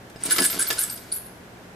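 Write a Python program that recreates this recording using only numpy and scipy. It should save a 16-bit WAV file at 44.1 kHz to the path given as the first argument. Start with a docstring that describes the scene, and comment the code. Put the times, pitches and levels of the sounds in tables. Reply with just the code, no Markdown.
"""First comes the steady hum of a small workshop. Then a small metal model engine, flicked by its
flywheel, rattles through a few turns and stalls. Its loose linkage clacks and rings the frame. Its dry
piston squeals on every stroke, the pitch rising and falling with the sliding speed; it also scrapes and
groans under load and judders as it breaks loose. The base knocks on the wooden workbench, and the room
adds a short echo."""
import sys
import numpy as np
from scipy import signal
from scipy.fft import rfft, irfft
from scipy.io import wavfile

SR = 44100
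rng = np.random.default_rng(int(sys.argv[2]) if len(sys.argv) > 2 else 0)


def wrap_up_sound(samples):
    """Save the sound to the file named by the first command line argument, as 16-bit audio."""
    columns = np.atleast_2d(samples).T
    # keep every value between -1 and 1, then stretch to whole-number steps
    tamed = np.clip(columns, -1, 1)
    steps = np.round(tamed * 32767).astype(np.int16)
    wavfile.write(sys.argv[1], SR, steps)


N = 77175
TIME = np.arange(N) / SR


def from_db(db):
    """Turn decibels into a number to multiply by."""
    return 10 ** (np.asarray(db) / 20)


def unit_power(x):
    """Scale a signal so that its average power is 1."""
    return x / np.sqrt(np.mean(x ** 2) + 1e-20)


def at_each_hz(table):
    """Fill in a table's value at every frequency."""
    hz, value = np.transpose(table)
    return np.interp(np.log(np.fft.rfftfreq(N, 1 / SR) + 1e-9), np.log(hz), value)


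def colour(x, spectrum):
    """Turn each frequency up or down by a table's decibels."""
    return irfft(rfft(x) * from_db(at_each_hz(spectrum)), N)


def noise(spectrum):
    """Noise of power 1, coloured by a table."""
    return unit_power(colour(rng.standard_normal(N), spectrum))


def drift(hz):
    """A smooth random wobble of about 1 either way; more hz makes it faster."""
    r = np.exp(-2 * np.pi * hz / SR)
    white = rng.standard_normal(N + SR // 2)
    return unit_power(signal.lfilter([1], [1, -2 * r, r * r], white)[-N:])


def dying(start, fade_s):
    """Jump to 1, then die away. A fade time is how long a sound takes to drop 60 dB."""
    age = TIME - start
    return (age >= 0) * from_db(-60 * np.clip(age / fade_s, 0, 3))


def held(start, length, attack_s=.002, release_s=.002):
    """Rise, hold and let go: the loudness of one slide."""
    age = TIME - start
    return np.clip(age / attack_s, 0, 1) * np.exp(-np.maximum(age - length, 0) / release_s)


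def pair(mid, side, likeness):
    """Mix two signals into left and right: likeness 0 is unrelated, 1 is the same."""
    return np.sqrt((1 + likeness) / 2) * mid + np.sqrt((1 - likeness) / 2) * side * np.array([[1], [-1]])


def stereo(mid, side, likeness):
    """Left and right, with a likeness that depends on frequency."""
    return irfft(pair(rfft(mid), rfft(side), at_each_hz(likeness)), N)


def strike(times, db, tones, scatter_db):
    """Each blow rings an object's own tones, in a slightly different mix."""
    out = np.zeros(N)
    for hz, tone_db, fade_s in tones:
        clicks = np.zeros(N)
        scatter = scatter_db * rng.standard_normal(len(times))
        clicks[(times * SR).astype(int)] = from_db(db + tone_db + scatter)
        decay, step = from_db(-60 / (fade_s * SR)), 2 * np.pi * hz / SR
        ring = signal.lfilter([0, np.sin(step)], [1, -2 * decay * np.cos(step), decay ** 2], clicks)
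        out += ring * rng.choice([-1, 1])
    return out


# The room's background noise. Each row: frequency in Hz, relative level in dB.
AIR_SPECTRUM = [(15, -37), (25, -10.5), (92, -4), (256, -4), (363, -4), (818, -8.5), (1290, -13.5),
                (1480, -10), (1610, -10.5), (1740, -12), (3430, -21.5), (14400, -31.5), (16000, -45)]
# How alike that noise is left and right. Each row: frequency in Hz, likeness from 0 to 1.
AIR_LIKENESS = [(60, 1), (300, 0.81), (600, 0.58), (1300, 0.045), (10000, .03)]
# The tones of the hum. Each row: pitch in Hz, level in dB.
HUM_TONES = [(120, -57), (182, -56), (236, -60.5)]
def workshop_hum():
    """Low, slightly wavering tones over a soft, steady rush."""
    air = stereo(noise(AIR_SPECTRUM), noise(AIR_SPECTRUM), AIR_LIKENESS)
    out = from_db(-45.27) * air
    for hz, db in HUM_TONES:
        phase = 2 * np.pi * hz * np.cumsum(1 + .017 * drift(hz=23)) / SR
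        out += from_db(db) * unit_power(np.sin(phase))
    return out


# The rattle swells, then fades as the engine stalls. Each row: time in seconds, level in dB.
RATTLE_LEVELS = [(.05, -84), (.18, -62.5), (.22, -43), (.26, -38), (.29, -36), (.35, -33), (.42, -35),
                 (.50, -39.5), (.55, -34.5), (.66, -39.5), (.74, -38), (.88, -45.5), (1.0, -52.5),
                 (1.07, -53.5), (1.10, -53), (1.2, -56), (1.3, -63)]
# The rattle's tone colour. Each row: frequency in Hz, relative level in dB.
RATTLE_SPECTRUM = [(60, -25), (170, 5), (400, 4), (800, -1), (1600, 3.5), (2500, 0.5), (4800, 0.5),
                   (6500, -2.5), (9000, -4), (12000, -8.5), (16000, -39)]
def bearing_rattle(taps_per_s=890, spread_db=.5, fade_s=.0088):
    """The bearing makes many tiny taps while the wheel turns."""
    taps = rng.random(N) < taps_per_s / SR
    strength = from_db(spread_db * np.minimum(rng.exponential(1, N), 4))
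    power = signal.fftconvolve((taps * strength) ** 2, dying(0, fade_s / 2))[:N]
    rattle = unit_power(noise(RATTLE_SPECTRUM) * np.sqrt(np.abs(power)))
    level_db = np.interp(TIME, *np.transpose(RATTLE_LEVELS), left=-90, right=-90)
    return rattle * from_db(level_db)


# Loose parts hit each other. Each row: start in seconds, level in dB,
# added brightness in dB per octave, left-right likeness from 0 to 1.
LINKAGE_HITS = [(0.099, -46.5, 0.5, 0.74), (.160, -34, -9.5, .8), (0.238, -41, 22, 0.5),
                (0.266, -27.5, 0.5, 0), (.299, -26.5, 1, 0.7), (0.3089, -16, 3.5, 0.23),
                (0.362, -23, 1, 0.4), (0.3836, -16.5, -0.5, 0.73), (0.3881, -16.5, -2.5, 0.98),
                (0.4027, -27.5, -1.5, .9), (0.4196, -19, 7, 1), (0.4224, -22, 3, 1), (.4462, -24, 10, .95),
                (0.5, -26.5, 2.5, 0.9), (0.529, -26.5, -1, 1), (.543, -30, 6, 1), (.623, -25.5, 6, .9),
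                (0.7034, -18, -1, 0.46), (0.7073, -18, -0.5, 0.84), (0.72, -33, -3.5, 1),
                (.728, -23.5, 7, 0.4), (0.773, -34.5, -3, 0.6), (0.838, -28.5, 6, .9),
                (.975, -37.5, 0.5, 0.9)]
# A clack's tone colour. Each row: frequency in Hz, relative level in dB.
CLACK_SPECTRUM = [(60, -35), (150, -3), (400, -3.5), (800, -4.5), (1300, -3.5), (2200, -0.5), (3800, 2.5),
                  (6500, -3.5), (9500, -1), (15000, -13)]
# The metal frame's own tones. Each row: pitch in Hz, relative level in dB, fade time in seconds.
FRAME_TONES = [(1250, 3, .04), (1720, 5, .06), (2750, -2, .03), (3680, -1, 0.031), (4900, 3.5, .08),
               (5106, 0.5, .05), (8230, -8, .1)]
def linkage_clacks(frame_db=-15):
    """The linkage takes up its slack with a short burst of noise and a ring of the frame."""
    bursts = np.zeros((2, N))
    for start, db, brightness, likeness in LINKAGE_HITS:
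        spectrum = [(hz, level + brightness * np.log2(hz)) for hz, level in CLACK_SPECTRUM]
        burst = pair(noise(spectrum), noise(spectrum), likeness)
        bursts += from_db(db) * burst * dying(start, fade_s=.034)
    times, db, *_ = np.transpose(LINKAGE_HITS)
    return bursts + strike(times, db + frame_db, FRAME_TONES, scatter_db=3.5)


def friction_tone(hz, roughness, phase_gap=0, flutter_db=4.5):
    """Surfaces stick and slip very fast, making a tone unsteady in pitch and strength."""
    wobbly_hz = hz * (1 + roughness * drift(hz=600))
    phase = 2 * np.pi * np.cumsum(wobbly_hz) / SR + phase_gap * np.array([[-.5], [.5]])
    flutter = from_db(flutter_db * np.tanh(drift(hz=130)))
    return unit_power(np.sin(phase) * flutter)


def rasp(x):
    """A very fast flicker in loudness makes a tone gritty."""
    return x * unit_power(1 + .31 * drift(hz=1400))


# The piston's dry slides. 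Each row: start and length in seconds, fastest point from 0 to 1,
# left-right phase gap in radians, pitch in Hz at the start, fastest point and end,
# level in dB at the start, middle and end.
PISTON_SLIDES = [ (0.236, 0.0083, 0.5, 2.1, 8430, 8950, 8200, -4, -29.5, -26),
                 (0.251, 0.018, 0.3, 2.1, 9600, 9900, 9500, -14.5, -31.5, -33),
                 (0.305, 0.026, .45, 2.2, 8700, 10540, 9300, -15.5, -24.5, -14.5),
                 (0.354, 0.032, 0.3, 1.6, 12100, 12200, 12000, -26, -29.5, -25.5),
                 (0.395, 0.0115, 0.3, .3, 10850, 10770, 10070, -28, -23.5, -20.5),
                 (0.439, .026, .33, .1, 8390, 11690, 8450, -14.5, -25.5, -12.5),
                 (.502, 0.027, 0.33, 0.22, 12140, 12530, 12100, -29, -29, -33),
                 (0.59, 0.038, .35, 0.76, 9500, 11060, 7970, -20, -23, -21.5),
                 (0.671, 0.02, 0.04, 1.7, 12400, 12500, 12200, -25, -25, -26.5),
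                 (.789, .050, .3, 0.36, 9100, 12150, 7810, -19.5, -30.5, -22.5),
                 (0.898, 0.0058, 0.8, 0.27, 8530, 8770, 8420, -40, -27.5, -35),
                 (0.903, 0.044, 0.06, 0.082, 12250, 12300, 11860, -36, -35.5, -40),
                 (.960, 0.0058, 0.08, 0.18, 10400, 10260, 8900, -30, -28.5, -42),
                 (1.117, 0.0156, 0.82, 1.7, 8840, 9900, 9600, -26.5, -24, -28.5),
                 (1.132, 0.046, 0.4, 1.53, 10100, 11850, 10770, -34, -31.5, -32),
                 (1.246, 0.037, .1, 1.8, 11220, 11010, 10600, -55, -42, -47)]
def piston_squeals():
    """The dry piston squeals at a pitch that follows its sliding speed."""
    out = np.zeros((2, N))
    for start, length, fastest, phase_gap, start_hz, fast_hz, end_hz, *levels_db in PISTON_SLIDES:
        progress = (TIME - start) / length
        speed = np.sin(np.pi * np.interp(progress, [0, fastest, 1], [0, .5, 1]))
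        slow_hz = np.where(progress < fastest, start_hz, end_hz)
        roughness = .017 + .0007 * max(np.mean(levels_db) + 28, 0)  # rougher when above -28 dB
        tone = friction_tone(slow_hz + (fast_hz - slow_hz) * speed, roughness, phase_gap)
        loudness = from_db(np.interp(progress, [0, .5, 1], levels_db))
        out += tone * held(start, length) * loudness
    return out


# Strokes under load. Each row: start and length in seconds, scrape level in dB,
# groan pitch in Hz, groan level in dB.
LOADED_STROKES = [(0.251, 0.014, -29.5, 1490, -60), (0.31, 0.0184, -25.5, 1527, -32),
                  (0.425, .034, -24.5, 1619, -31), (0.591, 0.0277, -28.5, 1588, -32),
                  (0.664, .008, -39, 1574, -39.5), (0.776, 0.0537, -31.5, 1603, -40),
                  (.894, 0.019, -41, 1606, -51), (1.116, 0.059, -44.5, 1547, -56)]
# The scrape's tone colour. Each row: frequency in Hz, relative level in dB.
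SCRAPE_SPECTRUM = [(300, -15), (1200, -11), (2200, -3), (4800, 2), (6200, -1), (8400, 11.5), (11000, 4.5),
                   (13500, -11), (16000, 0)]
def piston_scrape(groan_rise=.12):
    """The loaded piston rubs grittily, with a groan that rises through the stroke."""
    out = np.zeros((2, N))
    grit = unit_power(noise(SCRAPE_SPECTRUM) * from_db(3 * drift(hz=300)))
    for start, length, scrape_db, groan_hz, groan_db in LOADED_STROKES:
        progress = np.clip((TIME - start) / length, 0, 1)
        groan = friction_tone(groan_hz * (1 + groan_rise * (progress - .5)), roughness=.0501)
        rubbing = from_db(scrape_db) * grit + from_db(groan_db) * groan
        out += rubbing * held(start, length, attack_s=.004)
    return out


# The base hits the bench. Each row: start in seconds, level in dB.
BASE_HITS = [(.255, -32.5), (0.276, -29), (0.287, -42), (0.3999, -25), (0.4106, -17.5), (.419, -25),
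             (0.422, -29), (0.544, -34), (.561, -33), (0.572, -32.5), (0.582, -39)]
# The wooden top's own tones. Each row: pitch in Hz, relative level in dB, fade time in seconds.
BENCH_TONES = [(176, -4, 0.1), (230, -21, .04), (291, -4, .06), (358, -2, 0.038), (444, -3.5, 0.023),
               (800, -10, 0.026)]
# The wood's dull thud. Each row: frequency in Hz, relative level in dB.
THUD_SPECTRUM = [(40, -45), (110, -42), (170, -2), (380, -8), (600, -16), (1200, -20), (4000, -50)]
def bench_knocks(thud_db=-2.5, lowest_hz=145):
    """The rocking base knocks low tones and a thud out of the bench, which gives off no deep bass."""
    times, db = np.transpose(BASE_HITS)
    ringing = strike(times, db, BENCH_TONES, scatter_db=.5)
    push = TIME * dying(0, fade_s=.0022)  # a soft blow is spread out in time
    softened = signal.fftconvolve(ringing, push / push.sum())[:N]
    pulses = sum(from_db(level + thud_db) * dying(start, fade_s=.026) for start, level in BASE_HITS)
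    thud = noise(THUD_SPECTRUM) * pulses
    bass_cut = signal.butter(4, lowest_hz, "high", fs=SR, output="sos")
    return signal.sosfilt(bass_cut, softened + thud)


# The piston comes unstuck. Each row: start and length in seconds, pitch in Hz, level in dB.
PISTON_BREAKAWAYS = [(.666, .007, 5000, -35), (.782, .008, 4400, -31), (.895, .008, 4800, -38),
                     (1.1160, .008, 4500, -34)]
def piston_judders():
    """Breaking loose, the piston gives a short tone, lower and rougher than its squeal."""
    out = np.zeros((2, N))
    for start, length, hz, db in PISTON_BREAKAWAYS:
        out += friction_tone(hz, roughness=.09) * held(start, length) * from_db(db)
    return out


# Quick echoes off the clutter on the bench. Each row: frequency in Hz, relative level in dB.
CLUTTER_SPECTRUM = [(150, -13), (450, -1), (900, -2.5), (12000, -2)]
# The room's longer echo. Each row: frequency in Hz, relative level in dB.
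ROOM_SPECTRUM = [(100, -22), (400, -6), (1500, -12.5), (5000, -6), (10000, -8.5), (12000, -5), (15000, -15)]
# How alike the echoes are left and right. Each row: frequency in Hz, likeness from 0 to 1.
ECHO_LIKENESS = [(200, 0.94), (450, 0.96), (800, 0.18), (3000, .05), (6000, 0.34), (12000, 0.74)]
def workshop_echo(x):
    """Sound arrives directly, then bounces off nearby clutter, then around the room."""
    white = rng.standard_normal((2, 2, N))
    early = colour(unit_power(white[0] * dying(.0008, fade_s=.095)), CLUTTER_SPECTRUM) * from_db(-1)
    tail = colour(unit_power(white[1] * dying(.0071, fade_s=.43)), ROOM_SPECTRUM)
    echoes = stereo(*(early + tail), ECHO_LIKENESS) / np.sqrt(N)
    direct = x * from_db([[-.2], [.2]])  # a touch to the right
    return direct + signal.fftconvolve(x, echoes, axes=1)[:, :N]


def scene():
    """The engine turns and stalls in the humming room."""
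    piston = rasp(piston_squeals() + piston_judders()) + piston_scrape()
    engine = piston + linkage_clacks() + bench_knocks() + bearing_rattle()
    return workshop_echo(engine) + workshop_hum()


def record(dry, cutoff_hz=15400):
    """Cut away the very highest treble."""
    treble_cut = signal.ellip(10, .1, 80, cutoff_hz, fs=SR, output="sos")
    return signal.sosfilt(treble_cut, dry)


dry = scene()
out = record(dry)
wrap_up_sound(out)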